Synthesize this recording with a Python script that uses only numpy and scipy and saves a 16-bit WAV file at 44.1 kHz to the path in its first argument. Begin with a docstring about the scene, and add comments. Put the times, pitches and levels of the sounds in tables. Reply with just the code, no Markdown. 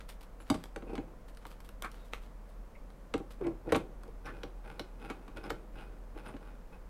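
"""Fingers brush a camera, then it knocks onto a small stand on a wooden desk in a small room.
It is lifted, seated again and screwed down. Each impact excites damped modes: a tick at the edges,
a clack in the plastic body, a thud through stand and desk. Stick-slip friction makes the body creak,
the base groan as it slides home and the screw scrape in short turns. A computer hums underneath."""
import sys
import numpy as np
from scipy import signal
from scipy.fft import rfft, irfft, next_fast_len
from scipy.io import wavfile
from scipy.ndimage import uniform_filter1d

SR = 44100
rng = np.random.default_rng(int(sys.argv[2]) if len(sys.argv) > 2 else 0)


def master(y):
    """Save y as 16-bit WAV."""
    cut = np.clip(np.atleast_2d(y).T, -1, 1)
    pcm = np.round(cut * 32767)  # scale
    wavfile.write(sys.argv[1], SR, pcm.astype(np.int16))


N = 303849
TIME = np.arange(N) / SR

# Spectra of the plastic shell, hard edges and shaken stand. 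Each row: frequency in Hz, density in dB.
SHELL_SPECTRUM = [(300, -13), (700, 0), (1000, 6), (1400, 4), (1900, -5.5), (2400, -2), (3200, -8.5),
                  (4200, -12), (5500, -28), (7000, -19), (11000, -48), (16000, -61)]
TICK_SPECTRUM = [(1000, -57), (3000, 10), (5000, 5.5), (6600, -2.5), (8000, 4.5), (9700, 4.5), (11000, 0),
                 (14000, 5), (16000, -10)]
RUMBLE_SPECTRUM = [(50, -41), (110, 0), (170, -6.5), (260, -3), (340, 2.5), (400, -3), (490, -1.5),
                   (650, -11.5), (850, -13), (1500, -31.5), (16000, -83)]


def impacts(shake_db=-14.5, shake_rise_s=0.0027, thud_lag_s=0.00204):
    """Impulsive excitation: knocks and clicks give low thuds and bright clacks, returned separately."""
    # Camera on stand. Each row: start in seconds, thud level in dB, thud centre in Hz, clack level in dB,
    # tick level in dB, tick cutoff in Hz, clack T60 in seconds.
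    knocks = [(0.5004, -24.5, 253, -33, -39, 10500, 0.034), (0.5419, -35.5, 262, -44, -50, 10100, 0.083),
              (0.7611, -40.5, 435, -42.5, -53.5, 8900, 0.016), (0.823, -44.5, 348, -53, -80, 9100, .045),
              (.895, -45, 404, -60, -78, 9000, 0.033), (.934, -42, 376, -63, -65, 10000, 0.039),
              (0.9538, -51, 312, -45.5, -53.5, 9400, 0.035), (0.979, -36, 310, -41, -70, 9100, 0.024),
              (3.1392, -29.5, 364, -34.5, -46.5, 8000, 0.025), (3.2, -41.5, 376, -56.5, -78, 10000, .025),
              (3.4105, -47, 400, -56, -78, 14000, .05), (3.468, -38.5, 360, -49.5, -58, 9600, 0.023),
              (3.7213, -23, 464, -30, -42, 11600, 0.052), (3.7471, -49, 368, -31.5, -65, 11000, 0.035),
              (3.7553, -28.5, 335, -31, -45.5, 10200, 0.043), (4.0787, -51, 450, -64, -70, 13000, .026),
              (4.4338, -41.5, 415, -46.5, -60, 10500, 0.029), (4.7949, -41, 392, -45, -54, 10600, 0.033),
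              (5.0998, -39.5, 300, -41, -55.5, 11400, 0.073), (5.2795, -52, 305, -53, -69, 13000, 0.052),
              (5.3709, -47, 363, -47, -59, 12100, 0.044), (5.4396, -49, 357, -52, -70, 13000, 0.063),
              (5.5036, -37, 397, -33, -48, 12900, 0.025), (6.2885, -60, 413, -50, -74, 10300, 0.064),
              (6.3396, -42.5, 264, -58, -82, 9000, .034)]
    # The camera's own parts. Each row: start in seconds, clack level in dB, clack centre in Hz,
    # tick level in dB, clack T60 in seconds.
    clicks = [(.402, -54.5, 1570, -82, 0.074), (.639, -49, 1410, -49, 0.012),
              (.657, -53.5, 1500, -63, 0.0074), (1.3484, -75, 2010, -66, .025),
              (1.3717, -56.5, 2480, -59.5, 0.023), (1.4528, -46, 1230, -65, 0.034),
              (1.6034, -56.5, 1400, -59.5, 0.024), (1.6903, -55, 1500, -56.5, 0.015),
              (1.8229, -41.5, 1250, -43.5, 0.0096), (1.846, -43, 1400, -53.5, .08),
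              (1.9162, -73, 1600, -58.5, .017), (2.135, -35.5, 1360, -52.5, 0.0057),
              (2.9034, -57.5, 1340, -68, 0.0092), (3.179, -56, 1300, -59, .03),
              (3.762, -45, 1400, -45.5, 0.027), (4.0347, -56.5, 1630, -63.5, 0.014),
              (6.3655, -55, 1680, -76, 0.039)]
    # The whole desk shaking. Each row: frequency in Hz, relative level in dB, T60 in seconds.
    frame_modes = [(81.4, 0, 0.17), (126.4, -1, 0.15), (169.4, -2.5, 0.19)]
    t = np.arange(SR // 4) / SR
    low, bright = np.zeros(N), np.zeros(N)
    for start, thud_db, thud_hz, clack_db, tick_db, top_hz, t60 in knocks:
        shake = unit(ring(frame_modes, t) * (1 - np.exp(-t / shake_rise_s)), 0.042)
        desk = thud(t, thud_hz) + from_db(shake_db) * shake
        add(low, start + thud_lag_s, from_db(thud_db) * desk)  # the blow first travels down the stand
        add(bright, start, from_db(clack_db) * clack(t, t60, centre_hz=1420))
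        add(bright, start, from_db(tick_db) * tick(t, t60, top_hz))
    for start, clack_db, clack_hz, tick_db, t60 in clicks:
        desk = thud(t, centre_hz=378) * np.exp(-t / t60)
        add(low, start, from_db(clack_db - 5.5) * desk)  # little of a click reaches the desk
        add(bright, start, from_db(clack_db) * clack(t, t60, clack_hz))
        add(bright, start, from_db(tick_db) * tick(t, t60, top_hz=12200))
    return low, bright


def thud(t, centre_hz, focus=2.46, rise_cycles=1.11, loose_t60=0.065, damp_s=0.07):
    """Modal response: a blow favours the desk's modes near its centre frequency; loose parts blur it."""
    # Stand and desk top. Each row: frequency in Hz, relative level in dB, T60 in seconds.
    desk_modes = [(171, -16, 0.07), (208, -10.5, 0.061), (255.4, 6, 0.046), (327.3, -3, 0.084),
                  (375.3, -3.5, 0.063), (458, 3, 0.047), (505, -16.5, 0.17), (594, -16, 0.12),
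                  (792, -9.5, 0.19), (1117, -5.5, 0.044)]
    ratio = np.array(desk_modes)[:, 0] / centre_hz
    weight_db = -10 * np.log10(1 + (focus * (ratio - 1 / ratio)) ** 2)
    wood = unit(ring(desk_modes, t, weight_db), 0.02)
    rattle = colour(rng.standard_normal(len(t)), RUMBLE_SPECTRUM, np.sqrt(centre_hz / 340))
    loose = unit(rattle * from_db(-60 * t / loose_t60), 0.017)
    swell = 1 - np.exp(-(t * centre_hz / rise_cycles) ** 2)
    held = from_db(-9) + np.exp(-(t / damp_s) ** 2)  # the hands soon damp most of the motion
    return unit((wood + from_db(-12) * loose) * swell * held, 0.017)


def clack(t, t60, centre_hz, head_db=-6, head_rise_s=0.00095):
    """Coupled vibration: the plastic shell is struck and the stand's head answers with a short ring."""
    # The head alone. Each row: frequency in Hz, relative level in dB, T60 in seconds before added damping.
    head_modes = [(1167, -1.5, 0.049), (1380, 7, 0.025), (1475, 4, 0.042), (1610, -2.5, 0.06),
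                  (2187, -8.5, 0.13)]
    shell = unit(crack(t, t60, SHELL_SPECTRUM, np.sqrt(centre_hz / 1600)), 0.0052)
    envelope = (1 - np.exp(-t / head_rise_s)) * np.exp(-t / t60)
    head = unit(ring(head_modes, t) * envelope, 0.0026)
    return shell + from_db(head_db) * head


def tick(t, clack_t60, top_hz):
    """Brief contact has a wide spectrum: hard edges give a bright tick that dies sooner than the clack."""
    lowpass = signal.butter(3, min(top_hz / SR * 2, 0.9))
    edges = crack(t, 0.77 * clack_t60, TICK_SPECTRUM)
    return unit(signal.lfilter(*lowpass, edges), 0.0063)


def crack(t, t60, spectrum, shift=1):
    """High modal density: after an impulse, a small part's crowded modes act as decaying noise."""
    burst = rng.standard_normal(len(t)) * from_db(-60 * t / t60)
    burst[0] += 0.33
    return colour(burst, spectrum, shift)


def clinks(plate_rise_s=0.0066):
    """Free vibration of struck metal: the screw pings at once and the plate swells after it."""
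    # Metal strikes metal. Each row: start in seconds, level in dB.
    strikes = [(.5015, -37), (3.7215, -65)]
    # Screw and plate. Each row: frequency in Hz, relative level in dB, T60 in seconds.
    screw_modes = [(2950, -12, 0.07), (3770, -1, 0.035), (4780, 9, 0.019), (5950, -9, .04),
                   (7800, 4.5, 0.022)]
    plate_modes = [(628, -6, 0.14), (786, -1, 0.11), (860, -5, 0.09), (1038, -13.5, 0.12)]
    t, out = np.arange(SR // 4) / SR, np.zeros(N)
    for start, db in strikes:
        plate = unit(ring(plate_modes, t) * (1 - np.exp(-t / plate_rise_s)), 0.014)
        ping = unit(ring(screw_modes, t), 0.0086)
        add(out, start, from_db(db) * (ping + plate))
    return out


def groan(jitter=0.04, flutter_db=1):
    """Stick-slip oscillation near a mode of the stand gives a short, shaky, nearly pure tone."""
    # The base on the plate. Each row: time in seconds, level in dB, slips per second.
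    slip_curve = [(3.407, -50, 420), (3.417, -36, 385), (3.44, -38, 335), (3.462, -34, 350),
                  (3.478, -29, 330), (3.495, -39, 335), (3.507, -37, 345), (3.524, -52, 325)]
    times, _, hz = np.transpose(slip_curve)
    cycles = np.cumsum(np.interp(TIME, times, hz) * (1 + jitter * drift(110))) / SR
    phase = 2 * np.pi * cycles
    overtones = sum(from_db(-12.5 - 5 * k) * np.sin(k * phase) for k in range(2, 8))
    tone = unit(np.sin(phase) + overtones) * from_db(flutter_db * drift(60))
    return tone * level(slip_curve)


def base_and_screw(rumble_db=-1.5, slide_scrape_db=-19.5, grit_db=1.5):
    """Sliding friction: the moving base and each twist of the screw shake the stand and rasp the plate."""
    # Hand movements. Each row: start, swell and fade in seconds, relative level in dB.
    slides = [(.8, 0.13, 0.085, -42), (3.37, 0.092, 0.052, -40.5), (3.64, 0.076, 0.072, -35),
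              (4.0, .08, 0.049, -54)]
    twists = [(4.241, 0.012, 0.066, -48), (4.35, 0.012, 0.24, -68), (4.63, 0.027, 0.13, -53.5),
              (4.97, 0.077, 0.11, -53), (5.346, 0.024, 0.043, -52), (5.42, 0.043, 0.059, -48.5),
              (5.71, .1, 0.074, -53.5), (6.139, 0.033, 0.052, -53), (6.23, 0.049, 0.037, -50.5),
              (6.4, 0.016, .11, -60.5), (6.68, 0.062, 0.027, -60.5)]
    sliding = strokes(slides)
    # The stand settles more slowly than the twist that shakes it.
    shaking = strokes([(start, swell, 1.6 * fade, db + 1.5) for start, swell, fade, db in twists])
    rumble = unit(colour(grains(per_s=700, spread_db=1), RUMBLE_SPECTRUM)) * (sliding + shaking)
    base = from_db(slide_scrape_db) * sliding * rasp()  # flat faces rumble more than they rasp
    screw = sum(strokes([twist]) * rasp(wander=0.03) for twist in twists)
    grit = unit(from_db(grit_db * drift(29)))  # the thread catches and runs free
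    return from_db(rumble_db) * rumble + (base + screw) * grit


def rasp(wander=0):
    """Forced resonance: metal slips ring the plate, whose modes the hand's pressure shifts a little."""
    # Metal slipping on metal. Each row: frequency in Hz, density in dB.
    scrape_spectrum = [(200, -37), (500, -5.5), (700, -10), (1150, -2), (1500, 1), (1800, -10),
                       (2100, -3.5), (3400, -11.5), (5600, -23.5), (6700, -29), (8500, -28.5), (11000, -22),
                       (16000, -40)]
    # The plate. Each row: frequency in Hz, bandwidth in Hz, gain in dB relative to the plain slips.
    resonances = [(803, 44, 19.5), (1430, 170, 2), (2506, 26, 12.5), (3660, 96, -7), (5080, 67, 9),
                  (8960, 390, 7)]
    slips = colour(grains(per_s=1500, spread_db=3.6), scrape_spectrum)
    shifts = 1 + wander * rng.uniform(-0.73, 1, len(resonances))
    plate = sum(from_db(db) * resonate(slips, hz * shift, width)
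                for (hz, width, db), shift in zip(resonances, shifts))
    return unit(slips + plate)


def knob(t60=0.024):
    """Sudden release: the screw's plastic knob slips from the fingers with a dry, bright snap."""
    # Releases. Each row: start in seconds, level in dB.
    snaps = [(4.4337, -45.5), (4.7952, -39)]
    # The knob's response. Each row: frequency in Hz, density in dB.
    knob_spectrum = [(2000, -7), (3400, -6), (4100, -7), (4600, -13), (5200, -9), (5800, -17), (6600, -30),
                     (16000, -33)]
    t, out = np.arange(SR // 10) / SR, np.zeros(N)
    for start, db in snaps:
        add(out, start, from_db(db) * unit(crack(t, t60, knob_spectrum), 0.0063))
    return out


def creak(slips_per_s=330, unevenness=0.65):
    """Stick-slip under the grip: an uneven pulse train rings two modes of the plastic shell."""
    # The creak's envelope. Each row: time in seconds, level in dB.
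    envelope = [(1.824, -60), (1.837, -39.5), (1.853, -40), (1.867, -42), (1.882, -69)]
    cycles = np.cumsum(slips_per_s * np.exp(unevenness * drift(300))) / SR
    slips = np.diff(np.floor(cycles), prepend=0) * rng.uniform(0.73, 1, N)
    low_mode = resonate(slips, hz=1330, width_hz=350)
    high_mode = resonate(slips, hz=2250, width_hz=350)
    return unit(colour(low_mode - from_db(-2) * high_mode, SHELL_SPECTRUM)) * level(envelope)


def squeaks(rise_share=0.098):
    """Friction noise drives one resonance per squeak, swelling quickly and fading."""
    # Sliding parts. Each row: start and length in seconds, frequency and bandwidth in Hz, level in dB.
    rubs = [(0.4, .06, 7400, 600, -78), (.398, .046, 10500, 1400, -70.5), (.868, 0.2, 2530, 300, -69),
            (1.962, 0.12, 3750, 200, -78), (2.747, 0.03, 2250, 400, -63.5),
            (3.435, 0.066, 2170, 400, -61.5), (3.691, 0.029, 1700, 1400, -54.5),
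            (4.254, 0.018, 5600, 600, -64), (4.267, 0.063, 1360, 700, -50.5),
            (5.435, 0.018, 5100, 200, -64), (5.496, 0.019, 3170, 2980, -53),
            (5.767, 0.08, 2750, 900, -64.5), (6.279, 0.022, 9100, 1200, -65.5)]
    out = np.zeros(N)
    for start, length, hz, width, db in rubs:
        progress = np.linspace(0, 1, int(length * SR))
        friction = rng.standard_normal(SR)[:len(progress)]
        tone = resonate(resonate(friction, hz, width), hz, width)
        envelope = (1 - np.exp(-progress / rise_share)) * (1 - progress)
        add(out, start, from_db(db) * unit(tone * envelope))
    return out


def fingers(swish_gain_db=0.5, hiss_gain_db=-1, swell_share=0.36, fade_share=0.38):
    """Roughness noise: skin brushing textured plastic makes a soft, grainy swish and a thin hiss."""
    # Finger strokes. Each row: start and nominal length in seconds, relative swish and hiss levels in dB.
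    brushes = [(0, 0.023, -52, -81), (0.079, 0.045, -50, -53.5), (0.204, 0.024, -54.5, -63),
               (0.225, 0.023, -56, -62), (0.404, 0.035, -61, -78), (0.438, 0.18, -60.5, -69),
               (0.574, 0.091, -64, -79), (1.274, 0.038, -65, -64), (1.403, .05, -63, -83),
               (1.456, 0.042, -64, -59.5), (1.493, 0.061, -58, -67), (1.637, 0.041, -63, -61.5),
               (1.87, 0.22, -62.5, -71), (2.043, 0.042, -64.5, -70), (2.112, 0.073, -56, -63),
               (2.2, 0.089, -60.5, -73), (2.48, 0.049, -79, -69), (3.299, 0.041, -57, -60)]
    # Rubbing skin. Each row: frequency in Hz, density in dB.
    skin_spectrum = [(400, 3), (1300, 5), (2000, 2), (3600, -3), (5500, -11), (9000, -15), (13000, -19),
                     (16000, -35)]
    swish = strokes([(s, span * swell_share, span * fade_share, db) for s, span, db, _ in brushes])
    hiss = strokes([(s, span * swell_share, span * fade_share, db) for s, span, _, db in brushes])
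    skin = unit(colour(grains(per_s=4900, spread_db=5.5), skin_spectrum))
    texture = unit(colour(grains(per_s=1700, spread_db=2.5), TICK_SPECTRUM))
    return from_db(swish_gain_db) * skin * swish + from_db(hiss_gain_db) * texture * hiss


def room(x, wet_db, gap_s=0.0028, echoes_per_s=3000):
    """Reverberation: sparse reflections from desk, screen and walls die at a different rate per band."""
    # The room's decay. Each row: frequency in Hz, T60 in seconds.
    decay_times = [(100, 0.29), (400, 0.23), (1500, 0.18), (5000, 0.21), (15000, 0.16)]
    echoes = rng.choice([-1., 1.], SR // 2) * (rng.random(SR // 2) < echoes_per_s / SR)
    hz, t, bands = signal.stft(echoes, SR, nperseg=256)
    decay = from_db(-60 * t / read(decay_times, hz)[:, None])
    tail = signal.istft(bands * decay, SR, nperseg=256)[1]
    tail = np.r_[np.zeros(int(gap_s * SR)), tail]
    return x + from_db(wet_db) * signal.fftconvolve(x, tail / np.linalg.norm(tail))[:N]


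def computer(hum_hz=40, hum_db=-49, air_db=-57.5):
    """Tonal and broadband noise: a low, slightly wavering hum lies under the steady air of the fans."""
    # Fan air. Each row: frequency in Hz, density in dB.
    air_spectrum = [(8, -57), (15, -1), (30, -1), (48, -2.5), (62, -17.5), (80, -13), (120, -19),
                    (190, -14.5), (400, -23), (500, -17.5), (700, -24), (1090, -26.5), (3400, -45),
                    (16000, -52)]
    hum = unit(np.sin(2 * np.pi * hum_hz * TIME) * (1 + 0.12 * drift(1.5)))
    size = next_fast_len(N)
    hz = np.fft.rfftfreq(size, 1 / SR)
    air = rfft(rng.standard_normal(size)) * from_db(read(air_spectrum, hz))
    audible_rms = irfft(air * (hz > 60), size).std()
    return from_db(hum_db) * hum + from_db(air_db) * irfft(air, size)[:N] / audible_rms


def ring(modes, t, weight_db=0):
    """Modal superposition: damped sines, each struck with a slightly different strength."""
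    hz, db, t60 = np.transpose(modes)
    gain = from_db(db + weight_db + rng.standard_normal(len(hz)))
    return gain @ (np.sin(2 * np.pi * hz[:, None] * t) * from_db(-60 * t / t60[:, None]))


def resonate(x, hz, width_hz):
    """A second-order resonance with peak gain 1."""
    return signal.lfilter(*signal.iirpeak(hz, hz / width_hz, fs=SR), x)


def colour(x, spectrum, shift=1, size=4096):
    """A minimum-phase filter with the given spectrum, scaled in frequency by shift."""
    hz = abs(np.fft.fftfreq(size, 1 / SR))
    log_gain = np.log(from_db(np.maximum(read(spectrum, hz / shift), -100)))
    response = np.exp(np.conj(signal.hilbert(log_gain)))
    taps = np.fft.ifft(response).real[:size // 2]
    return signal.fftconvolve(x, taps)[:len(x)]


def grains(per_s, spread_db):
    """Shot noise: tiny slips at random moments, a few much larger than the rest."""
    size = from_db(spread_db * np.minimum(rng.exponential(1, N), 4))
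    return unit(size * rng.standard_normal(N) * (rng.random(N) < per_s / SR))


def drift(rate_hz):
    """Low-passed noise: a smooth random fluctuation of rms 1."""
    size = next_fast_len(N)
    hz = np.fft.rfftfreq(size, 1 / SR)
    slow = rfft(rng.standard_normal(size)) / (1 + (hz / rate_hz) ** 4)
    return unit(irfft(slow, size)[:N])


def strokes(rows):
    """Envelope of hand movements: each gathers speed, then decays exponentially."""
    t, gain = np.arange(SR) / SR, np.zeros(N)
    for start, swell, fade, db in rows:
        rise = np.sin(np.pi / 2 * np.minimum(t / swell, 1)) ** 2
        add(gain, start, from_db(db) * rise * np.exp(-np.maximum(t - swell, 0) / fade))
    return gain


def level(rows):
    """Envelope from a dB curve, silent outside it, with softened ends."""
    rows = np.array(rows)
    gain = from_db(np.interp(TIME, rows[:, 0], rows[:, 1], left=-120, right=-120))
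    return uniform_filter1d(gain, size=200)


def from_db(db):
    """Decibels to amplitude gain."""
    return 10 ** (np.asarray(db) / 20)


def unit(x, span_s=None):
    """Normalises to rms 1, over all of x or its first span_s seconds."""
    head = x if span_s is None else x[:int(span_s * SR) + 1]
    return x / np.sqrt(np.mean(head ** 2) + 1e-20)


def read(points, hz):
    """Interpolates a table on a log-frequency axis."""
    freqs, values = np.transpose(points)
    return np.interp(np.log(hz + 1), np.log(freqs), values)


def add(mix, start_s, sound):
    """Superposes a sound on the mix from start_s."""
    part = mix[max(round(start_s * SR), 0):][:len(sound)]
    part += sound[:len(part)]


def scene():
    """Superposition: the handling sounds and their reverberation add to the computer's noise."""
    low, bright = impacts()
    rubbing = base_and_screw() + fingers() + creak() + squeaks()
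    handling = room(low + groan(), wet_db=-10) + room(bright + clinks() + knob() + rubbing, wet_db=-8.5)
    return (handling + computer())[None]


def record(dry):
    """Band limiting: a linear-phase low-pass removes the highest treble."""
    lowpass = signal.firwin(511, cutoff=15900, window=("kaiser", 9), fs=SR)
    return signal.oaconvolve(dry, lowpass[None], "same")


dry = scene()
out = record(dry)
master(out)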